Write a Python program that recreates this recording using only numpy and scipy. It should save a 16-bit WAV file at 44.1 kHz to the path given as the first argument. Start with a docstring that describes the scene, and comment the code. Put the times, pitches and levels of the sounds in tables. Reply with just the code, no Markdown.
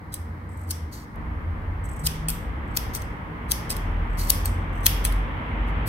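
"""Traffic rumbles outside a small hard-walled room, with engines pulling away. Close by, long steel
grooming scissors click open and trim a dog's fur. In a snip, tufts crunch as hairs shear, the edges
slide shut with stick-slip friction and the handles clack; then the blades rattle open again.
Impacts and friction excite the resonances of the steel, and the room answers with a diffuse tail."""
import sys
import numpy as np
from scipy import signal
from scipy.fft import rfft, irfft, next_fast_len
from scipy.io import wavfile
from scipy.ndimage import uniform_filter1d

SR = 44100
rng = np.random.default_rng(int(sys.argv[2]) if len(sys.argv) > 2 else 0)


def store_pcm(level_fs):
    """Save levels as 16-bit WAV."""
    pcm = np.round(np.clip(level_fs, -1, 1) * 32767).astype(np.int16)
    wavfile.write(sys.argv[1], SR, np.atleast_2d(pcm).T)


N = 259308
TIME = np.arange(N) / SR
PADDED = next_fast_len(N + SR)
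FREQ = np.maximum(np.arange(PADDED // 2 + 1) * SR / PADDED, 1)


def from_db(db):
    """Amplitude grows tenfold for every 20 dB."""
    return 10 ** (np.asarray(db) / 20)


def rms_one(x):
    """Normalisation to unit mean power."""
    return x / np.sqrt(np.mean(np.abs(x) ** 2))


def in_time(rows):
    """Linear interpolation in time gives each column of a curve per sample."""
    s, *columns = np.transpose(rows)
    return [np.interp(TIME, s, column) for column in columns]


def at_hz(points, hz):
    """Interpolation on a logarithmic frequency axis."""
    f, value = np.transpose(points)
    return np.interp(np.log(hz), np.log(f), value)


def filtered(x, response):
    """Convolution: the signal's spectrum is multiplied by a frequency response."""
    return irfft(rfft(x, PADDED) * response, PADDED)[..., :N]


def shape(points):
    """Spectral envelope of unit power, rolling off beyond its end points."""
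    inside = np.minimum(1, np.minimum(FREQ / points[0][0], points[-1][0] / FREQ))
    return rms_one(from_db(at_hz(points, FREQ)) * inside ** 6)


def resonances(modes):
    """Modal superposition: damped resonators of alternating sign add to a unit-power response."""
    return rms_one(sum((-1) ** k * from_db(db) / (1 + 1j * (FREQ ** 2 - hz ** 2) / (FREQ * width))
                       for k, (hz, width, db) in enumerate(modes)))


def drift(rate_hz):
    """Low-passed noise wanders at random with unit spread."""
    return rms_one(filtered(rng.standard_normal(N), 1 / (1 + (FREQ / rate_hz) ** 2)))


def bursts(times, levels_db, rise_s, fall_s):
    """Transient envelopes: each brief contact rises quickly and decays exponentially."""
    out, age = np.zeros(N + SR), np.arange(SR // 10) / SR
    pulse = (1 - np.exp(-age / rise_s)) * np.exp(-age / fall_s)
    for s, db in zip(times, levels_db):
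        at = max(int(s * SR), 0)
        out[at:at + len(age)] += from_db(db) * pulse / pulse.max()
    return out[:N]


def strokes(rows):
    """Sustained envelopes: each stroke ramps linearly in decibels, with softened ends."""
    out = sum(from_db(np.interp(TIME, [start, end], [start_db, end_db])) * (TIME >= start) * (TIME < end)
              for start, end, start_db, end_db in rows)
    return uniform_filter1d(out, size=130)


# Likeness of the background's two channels. Each row: frequency in Hz, correlation from -1 to 1.
COHERENCE = [(60, 0.95), (150, 0.99), (330, 0.79), (700, 0.38), (1400, -0.34), (2800, 0.079), (8000, -0.09)]
def diffuse(response):
    """A diffuse field is coherent between two points in the bass and nearly incoherent in the treble."""
    alike = np.clip(at_hz(COHERENCE, FREQ), -1, 1)
    mid = filtered(rng.standard_normal(N), response * np.sqrt(1 + alike))
    side = filtered(rng.standard_normal(N), response * np.sqrt(1 - alike))
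    return rms_one(np.array([mid + side, mid - side]))


# Colour of the hiss. Each row: frequency in Hz, relative level in dB.
HISS_SPECTRUM = [(2500, -7.5), (4000, 10.5), (7000, -1.5), (8400, 1.5), (10000, 1.5), (15500, 2.5)]
# Course of the hiss. Each row: time in seconds, level in dB.
HISS_LEVELS = [(0, -68), (1.1, -67.5), (1.3, -68), (3.4, -67), (4.1, -65.5), (5.88, -68)]
def hiss():
    """A faint, diffuse noise floor fills the treble."""
    return from_db(in_time(HISS_LEVELS)[0]) * diffuse(shape(HISS_SPECTRUM))


def engine(start, end, hz, levels_db, wobble_db, ramp_s=0.092):
    """Transmission loss: only the lowest firing harmonics get through the walls."""
    phase = 2 * np.pi * np.cumsum(hz) / SR
    fade = np.clip(np.minimum(TIME - start, end - TIME) / ramp_s + 1 / 2, 0, 1)
    out = 0
    for k, db in enumerate(levels_db, 1):
        amplitude = np.sqrt(2) * from_db(db + wobble_db * drift(9.5))
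        out += amplitude * np.sin(k * phase + rng.uniform(0, 2 * np.pi))
    return fade * out


# Revving cars. Each row: start and end in seconds, first, middle and last pitch in Hz, level in dB.
CAR_REVS = [(0.176, 0.905, 80, 93, 76.6, -35.5), (1.233, 1.902, 79, 85.6, 92.2, -34),
            (2.025, 2.396, 153, 156.5, 165, -36)]
def cars():
    """Pitch follows firing rate: each car's tone glides through three values."""
    out = 0
    for start, end, *pitches, db in CAR_REVS:
        hz = np.interp(TIME, np.linspace(start, end, len(pitches)), pitches)
        out += engine(start, end, hz, [db], wobble_db=3.5)
    return out


# A heavy engine. Each row: time in seconds, fundamental in dB, second harmonic in dB.
TRUCK_HARMONICS = [(3.72, -35, -44), (3.9, -26.5, -32), (4.3, -27.5, -37), (4.52, -30.5, -27.5),
                   (4.8, -29.5, -32.5), (5.17, -22, -37.5), (5.42, -40.5, -36.5), (5.62, -24, -52.5),
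                   (5.88, -29.5, -29.5)]
def truck(first_hz=39.9, rise_hz_per_s=4.4):
    """Under steady acceleration the firing rate climbs linearly."""
    start = TRUCK_HARMONICS[0][0]
    hz = first_hz + rise_hz_per_s * (TIME - start)
    return engine(start, np.inf, hz, in_time(TRUCK_HARMONICS), wobble_db=0.9)


# Course of the tyre roar and of the deep rumble. Each row: time in seconds, level in dB.
ROAR_LEVELS = [(0, -46.5), (0.6, -45.5), (1.14, -47), (1.165, -42), (2.3, -41), (2.8, -38.5), (3.3, -40),
               (3.8, -37), (4.4, -37.5), (5.88, -34.5)]
DEEP_LEVELS = [(1.13, -49), (1.17, -33.5), (2.8, -33.5), (3.3, -37), (3.8, -34), (5.88, -41.5)]
# Four bands of traffic noise. Each row: frequency in Hz, relative spectral density in dB.
DEEP_SPECTRUM = [(24, -31), (33, 1.5), (42, -6.5), (53, 3.5), (68, -1)]
RUMBLE_SPECTRUM = [(60, -1.5), (100, -3.5), (135, -9.5), (165, -19.5), (200, -11.5), (260, -15),
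                   (360, -20.5), (480, -27)]
ROAR_SPECTRUM = [(210, -34.5), (350, -10), (443, -0.5), (560, -2.5), (685, -4), (745, -2), (982, 1),
                 (1280, -1), (1410, -4), (2110, -5), (2600, -25), (3380, -47), (5720, -120)]
UPPER_SPECTRUM = [(1600, -9), (2200, 7.5), (2600, 3), (3200, 0.5), (4000, -15), (5500, -32), (9000, -48)]
# Low room resonances. Each row: frequency in Hz, bandwidth in Hz, relative level in dB.
BOOM_MODES = [(117.8, 8, -6), (159.8, 9.2, 1.5), (180, 17, -7), (229.2, 6, -1), (305.3, 19, -6),
              (476.7, 7.6, -16)]
def traffic():
    """Rumble and tyre roar swell together, brighter when louder, and force the room's modes to boom."""
    (roar_db,), (deep_db,) = in_time(ROAR_LEVELS), in_time(DEEP_LEVELS)
    swell_db = roar_db - roar_db.mean()
    rumble = from_db(-36 + 0.7 * swell_db) * diffuse(shape(RUMBLE_SPECTRUM))
    boom = from_db(-42 + 0.77 * swell_db) * diffuse(resonances(BOOM_MODES))
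    upper = from_db(-54 + 1.84 * swell_db) * diffuse(shape(UPPER_SPECTRUM))
    roar = from_db(roar_db) * diffuse(shape(ROAR_SPECTRUM))
    deep = from_db(deep_db) * diffuse(shape(DEEP_SPECTRUM))
    return deep + rumble + boom + roar + upper


def tick(start_s=1.159, level_db=-46):
    """An impulse of white noise has no pitch: one thin, dry tick as the rumble steps up."""
    return rng.standard_normal(N) * bursts([start_s], [level_db], rise_s=.0001, fall_s=.0006)


# Decay of the room. Each row: frequency in Hz, time to fall 60 dB in seconds.
REVERB_TIMES = [(2400, 0.67), (5400, 0.5), (8200, 0.38), (11000, 0.33), (16000, 0.3)]
# Colour of the room's tail. Each row: frequency in Hz, gain in dB.
REVERB_COLOUR = [(1500, -0.5), (3350, 8.5), (4050, -2.5), (5200, 2.5), (6100, 0), (7000, -8), (8450, -0.5),
                 (9250, -7.5), (10700, 1.5), (11900, -2.5), (12520, -6), (13100, 1.5), (14400, -5.5),
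                 (16000, -9.5)]
def room(x, wet_db, build_s):
    """Reverberation: each band stores energy and returns it as even noise, the treble dying soonest."""
    age = np.arange(SR * 3 // 4) / SR
    edges_hz = [1400, 4000, 7300, 9200, 13000, 17000]
    colour = from_db(at_hz(REVERB_COLOUR, FREQ))
    out = 0
    for low, high in zip(edges_hz, edges_hz[1:]):
        band = 1 / np.sqrt((1 + (low / FREQ) ** 20) * (1 + (FREQ / high) ** 20))
        t60 = at_hz(REVERB_TIMES, np.sqrt(low * high))
        decay = (1 - np.exp(-age / build_s)) * from_db(-60 * age / t60) ** 2
        energy = filtered(filtered(x, band) ** 2, rfft(decay / decay.sum(), PADDED))
        noise = filtered(rng.standard_normal((2, N)), rms_one(band) * colour)
        out += np.sqrt(np.maximum(energy, 0)) * noise
    return from_db(wet_db) * out


# Slow cuts through the coat. Each row: start and end in seconds, steady whistle in dB, tufts in dB.
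FUR_CUTS = [(0.489, 0.7, -62, -59.5), (1.832, 2.037, -71, -52.5), (2.679, 2.76, -82, -66),
            (4.097, 4.18, -69, -66.5), (4.728, 4.84, -72.5, -56)]
# Resonances of the cutting blades. Each row: frequency in Hz, bandwidth in Hz, relative level in dB.
CRUNCH_MODES = [(5900, 400, -3), (8000, 600, 2), (11650, 600, -1), (12500, 400, -6), (13880, 700, -3),
                (14900, 800, -11)]
WHISTLE_MODES = [(8100, 520, 0)]
def tufts(grain_db, gap_s=.025, jitter_s=.004, spread_db=2.5, whistle_over_crunch_db=3.5):
    """Shear fracture: hairs snap by the hundred, tuft after tuft; the open blades whistle near 8 kHz."""
    s, level = np.transpose([(s, db) for start, end, _, db in FUR_CUTS
                             for s in np.arange(start, end, gap_s)])
    late, louder = rng.standard_normal((100, 2))[:len(s)].T
    hairs = rms_one(rng.standard_normal(N) * from_db(grain_db * drift(900)))
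    shear = bursts(s + jitter_s * late, level + spread_db * louder, rise_s=.012, fall_s=0.0059)
    glide = strokes([(start, end, db, db) for start, end, db, _ in FUR_CUTS])
    crunch = filtered(hairs * shear, resonances(CRUNCH_MODES))
    swell = from_db(whistle_over_crunch_db) * shear + glide
    whistle = filtered(hairs * swell, rms_one(resonances(WHISTLE_MODES) ** 2))
    return crunch + whistle


# The scissors shut. Each row: time in seconds; clack, first touch and edge slide in dB; hinge knock and
# low blade modes in dB relative to the strike; after-ring frequency in Hz and level in dB.
CLOSINGS = [(0.7119, -23.5, -22, -27, -29, -3.5, 5570, -44), (2.0690, -15, -22, -16, -12, -2.5, 6100, -49),
            (2.7699, -13.5, -24, -31.5, -14.5, -2, 12400, -41),
            (3.5169, -12, -19, -24, -19, -4.5, 5840, -41), (4.3012, -5, -17, -25.5, -25, -7, 10300, -43.5),
            (4.8639, -4, -16.5, -22, -12.5, -4, 12200, -31.5)]
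# The scissors open. Each row: time in seconds, clack in dB, loss per bounce in dB, lead of the rub in
# seconds, rub in dB, hinge knock and low blade modes in relative dB, after-ring in Hz and in dB.
REOPENINGS = [(0.1402, -23.5, 30, 0.019, -43, -25, -13, 8600, -52),
              (2.284, -19, 2, .001, -39, -8.5, -11, 13100, -35),
              (2.9485, -24, 6, 0.014, -34, -12, -4.5, 8300, -51),
              (3.7022, -22, 6, 0.0081, -31.5, -8.5, -5, 8500, -61),
              (4.4557, -21, 24, 0.01, -36.5, -16, -10, 8300, -49),
              (5.0495, -17.5, 15, .010, -34.5, -3.5, -7, 9100, -43.5)]
# The wide-open blades tick against their stop. Each row: time in seconds, level in dB.
STOP_TICKS = [(3.0191, -36.5), (3.765, -29), (5.1225, -33)]
def contacts(touch_lead_s=.005, bounce_s=0.00856, shut_ring_db=-18.5, open_ring_db=-0.5):
    """Impacts, damped when shut. Each row: seconds, dB, then hinge, low modes, ring in relative dB."""
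    rows = [(s, db, -7.5, -4.5, -10) for s, db in STOP_TICKS]
    for s, db, touch_db, _, knock, low, *_ in CLOSINGS:
        rows.append((s - touch_lead_s, touch_db, knock, low, open_ring_db))  # the blades touch
        rows.append((s, db, knock, low, shut_ring_db))  # the handles meet
    for s, db, loss_db, _, _, knock, low, *_ in REOPENINGS:  # the loose hinge bounces twice
        rows += [(s + k * bounce_s, db - k * loss_db, knock, low, open_ring_db) for k in range(3)]
    return rows


# Hinge and blade resonances. Each row: frequency in Hz, bandwidth in Hz, relative level in dB.
KNOCK_MODES = [(1500, 1500, -9), (2560, 110, 3.5), (3340, 170, -1.5)]
LOW_BLADE_MODES = [(4500, 900, 4.5), (5300, 600, 3.5), (6100, 480, 3), (7470, 520, 0)]
BLADE_RING = [(8420, 310, 0)]
HIGH_BLADE_MODES = [(9500, 800, -5), (10450, 500, 3.5), (11610, 1000, 1.5), (12700, 570, -3),
                    (13700, 1300, 1.5), (15260, 650, -5), (14700, 1100, -4)]
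# The broad crack under the modes. Each row: frequency in Hz, relative level in dB.
CRACK_SPECTRUM = [(300, -32.5), (1000, -11), (2000, 17), (4000, -20), (7000, 18), (12000, 18),
                  (16000, 18.5)]
def clacks():
    """Impact excitation: steel chatters on steel for milliseconds and sets hinge and blades ringing."""
    s, level, knock, low, ring = np.transpose(contacts())
    chatter = rng.choice([-1, 1], N)
    bright = rms_one(resonances(HIGH_BLADE_MODES) + from_db(-17.5) * shape(CRACK_SPECTRUM))
    parts = [(0, bright), (knock, resonances(KNOCK_MODES)),
             (low, resonances(LOW_BLADE_MODES)), (ring, resonances(BLADE_RING))]
    return sum(filtered(chatter * bursts(s, level + relative_db, rise_s=0.00046, fall_s=0.0019), modes)
               for relative_db, modes in parts)


# Slow drags of edge on edge. Each row: start and length in seconds, level in dB, low blade modes in
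# relative dB.
EDGE_DRAGS = [(0.932, .12, -42.5, 0.5), (4.191, 0.15, -31.5, -3), (5.681, 0.027, -58.5, -1),
              (5.879, .1, -26, -9.5)]
def rubs(slide_s=0.035, rub_s=.028, drag_rise_s=0.021, drag_fall_db_per_s=127):
    """Sliding contacts. Each row: start and end in seconds, both levels in dB, low modes' relative dB."""
    # The edges speed up into each closing clack and rub on past each opening one.
    rows = [(s - slide_s, s, db - 31, db, -5.5) for s, _, _, db, *_ in CLOSINGS]
    rows += [(s - lead_s, s + rub_s, db, db - 2.5, -2) for s, _, _, lead_s, db, *_ in REOPENINGS]
    for s, length, db, low in EDGE_DRAGS:
        rows.append((s - drag_rise_s, s, db - 17, db, low))
        rows.append((s, s + length, db, db - drag_fall_db_per_s * length, low))
    return np.array(rows)


def slides(grain_db, top_hz=14620):
    """Stick-slip friction: the edges catch and slip in tiny grains that drive the blade modes."""
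    ramps, low_db = np.hsplit(rubs(), [4])
    friction = rms_one(rng.standard_normal(N) * from_db(grain_db * drift(300)))
    blades = resonances(HIGH_BLADE_MODES) + from_db(-3.5) * resonances(BLADE_RING)
    blades += from_db(-12.0) * shape(CRACK_SPECTRUM)
    dulled = rms_one(blades / np.sqrt(1 + (FREQ / top_hz) ** 10))  # rubbing is duller than striking
    bright = filtered(friction * strokes(ramps), dulled)
    body = filtered(friction * strokes(ramps + low_db * [0, 0, 1, 1]), resonances(LOW_BLADE_MODES))
    return (bright + body) / np.sqrt(2)


def after_rings(width_hz=830, t60_s=0.31):
    """Exponential decay: after each clack one narrow band of the blades' ring lingers in the room."""
    out, age = np.zeros((2, N + SR)), TIME[:SR]
    for s, *_, hz, db in CLOSINGS + REOPENINGS:
        band = signal.butter(2, [hz - width_hz / 2, hz + width_hz / 2], "band", fs=SR, output="sos")
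        ring = rms_one(signal.sosfilt(band, rng.standard_normal((2, SR))))
        at = int(s * SR)
        out[:, at:at + SR] += ring * from_db(db - 60 * age / t60_s)
    return out[:, :N]


def scattering(x, ears, decay_s=0.0019, turns_per_s=0.6025):
    """Multipath scattering off hand and coat: the moving hand shifts between two sets of paths."""
    age, turn = TIME[:SR // 100], 2 * np.pi * turns_per_s * TIME
    out = 0
    for share in (np.cos(turn), np.sin(turn)):
        paths = rng.standard_normal((2, len(age))) * np.exp(-age / decay_s)
        out += filtered(x * share, ears * rms_one(rfft(paths, PADDED)))
    return out


# Stereo balance of the scissors. Each row: frequency in Hz, left minus right in dB.
LEVEL_DIFFERENCE = [(1000, -4), (3300, -9), (4600, -2.5), (6000, 2), (8500, 1), (10000, 5), (12000, 6.5),
                    (15600, 14.5)]
def scissors(left_lag_s=0.0003017):
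    """Differences of level and arrival time place the scissors; scattered and room sound join them."""
    source = clacks() + slides(grain_db=2.0) + tufts(grain_db=2.5)
    pan = from_db(at_hz(LEVEL_DIFFERENCE, FREQ) / 2)
    delay = np.exp(-2j * np.pi * FREQ * left_lag_s)
    ears = np.array([pan * delay, 1 / pan]) / np.sqrt((pan ** 2 + pan ** -2) / 2)
    near = (filtered(source, ears) + scattering(source, ears)) / np.sqrt(2)
    return near + room(source, wet_db=-10.5, build_s=.005) + after_rings()


def scene():
    """Superposition: the scissors add to the street's sounds, one tick and a faint hiss."""
    return scissors() + traffic() + cars() + truck() + tick() + hiss()


def record(dry, cutoff_hz=15850):
    """Clipping and band limiting: peaks stop at full scale and the top is cut steeply."""
    return filtered(np.clip(dry, -1, 1), 1 / np.sqrt(1 + (FREQ / cutoff_hz) ** 400))


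dry = scene()
out = record(dry)
store_pcm(out)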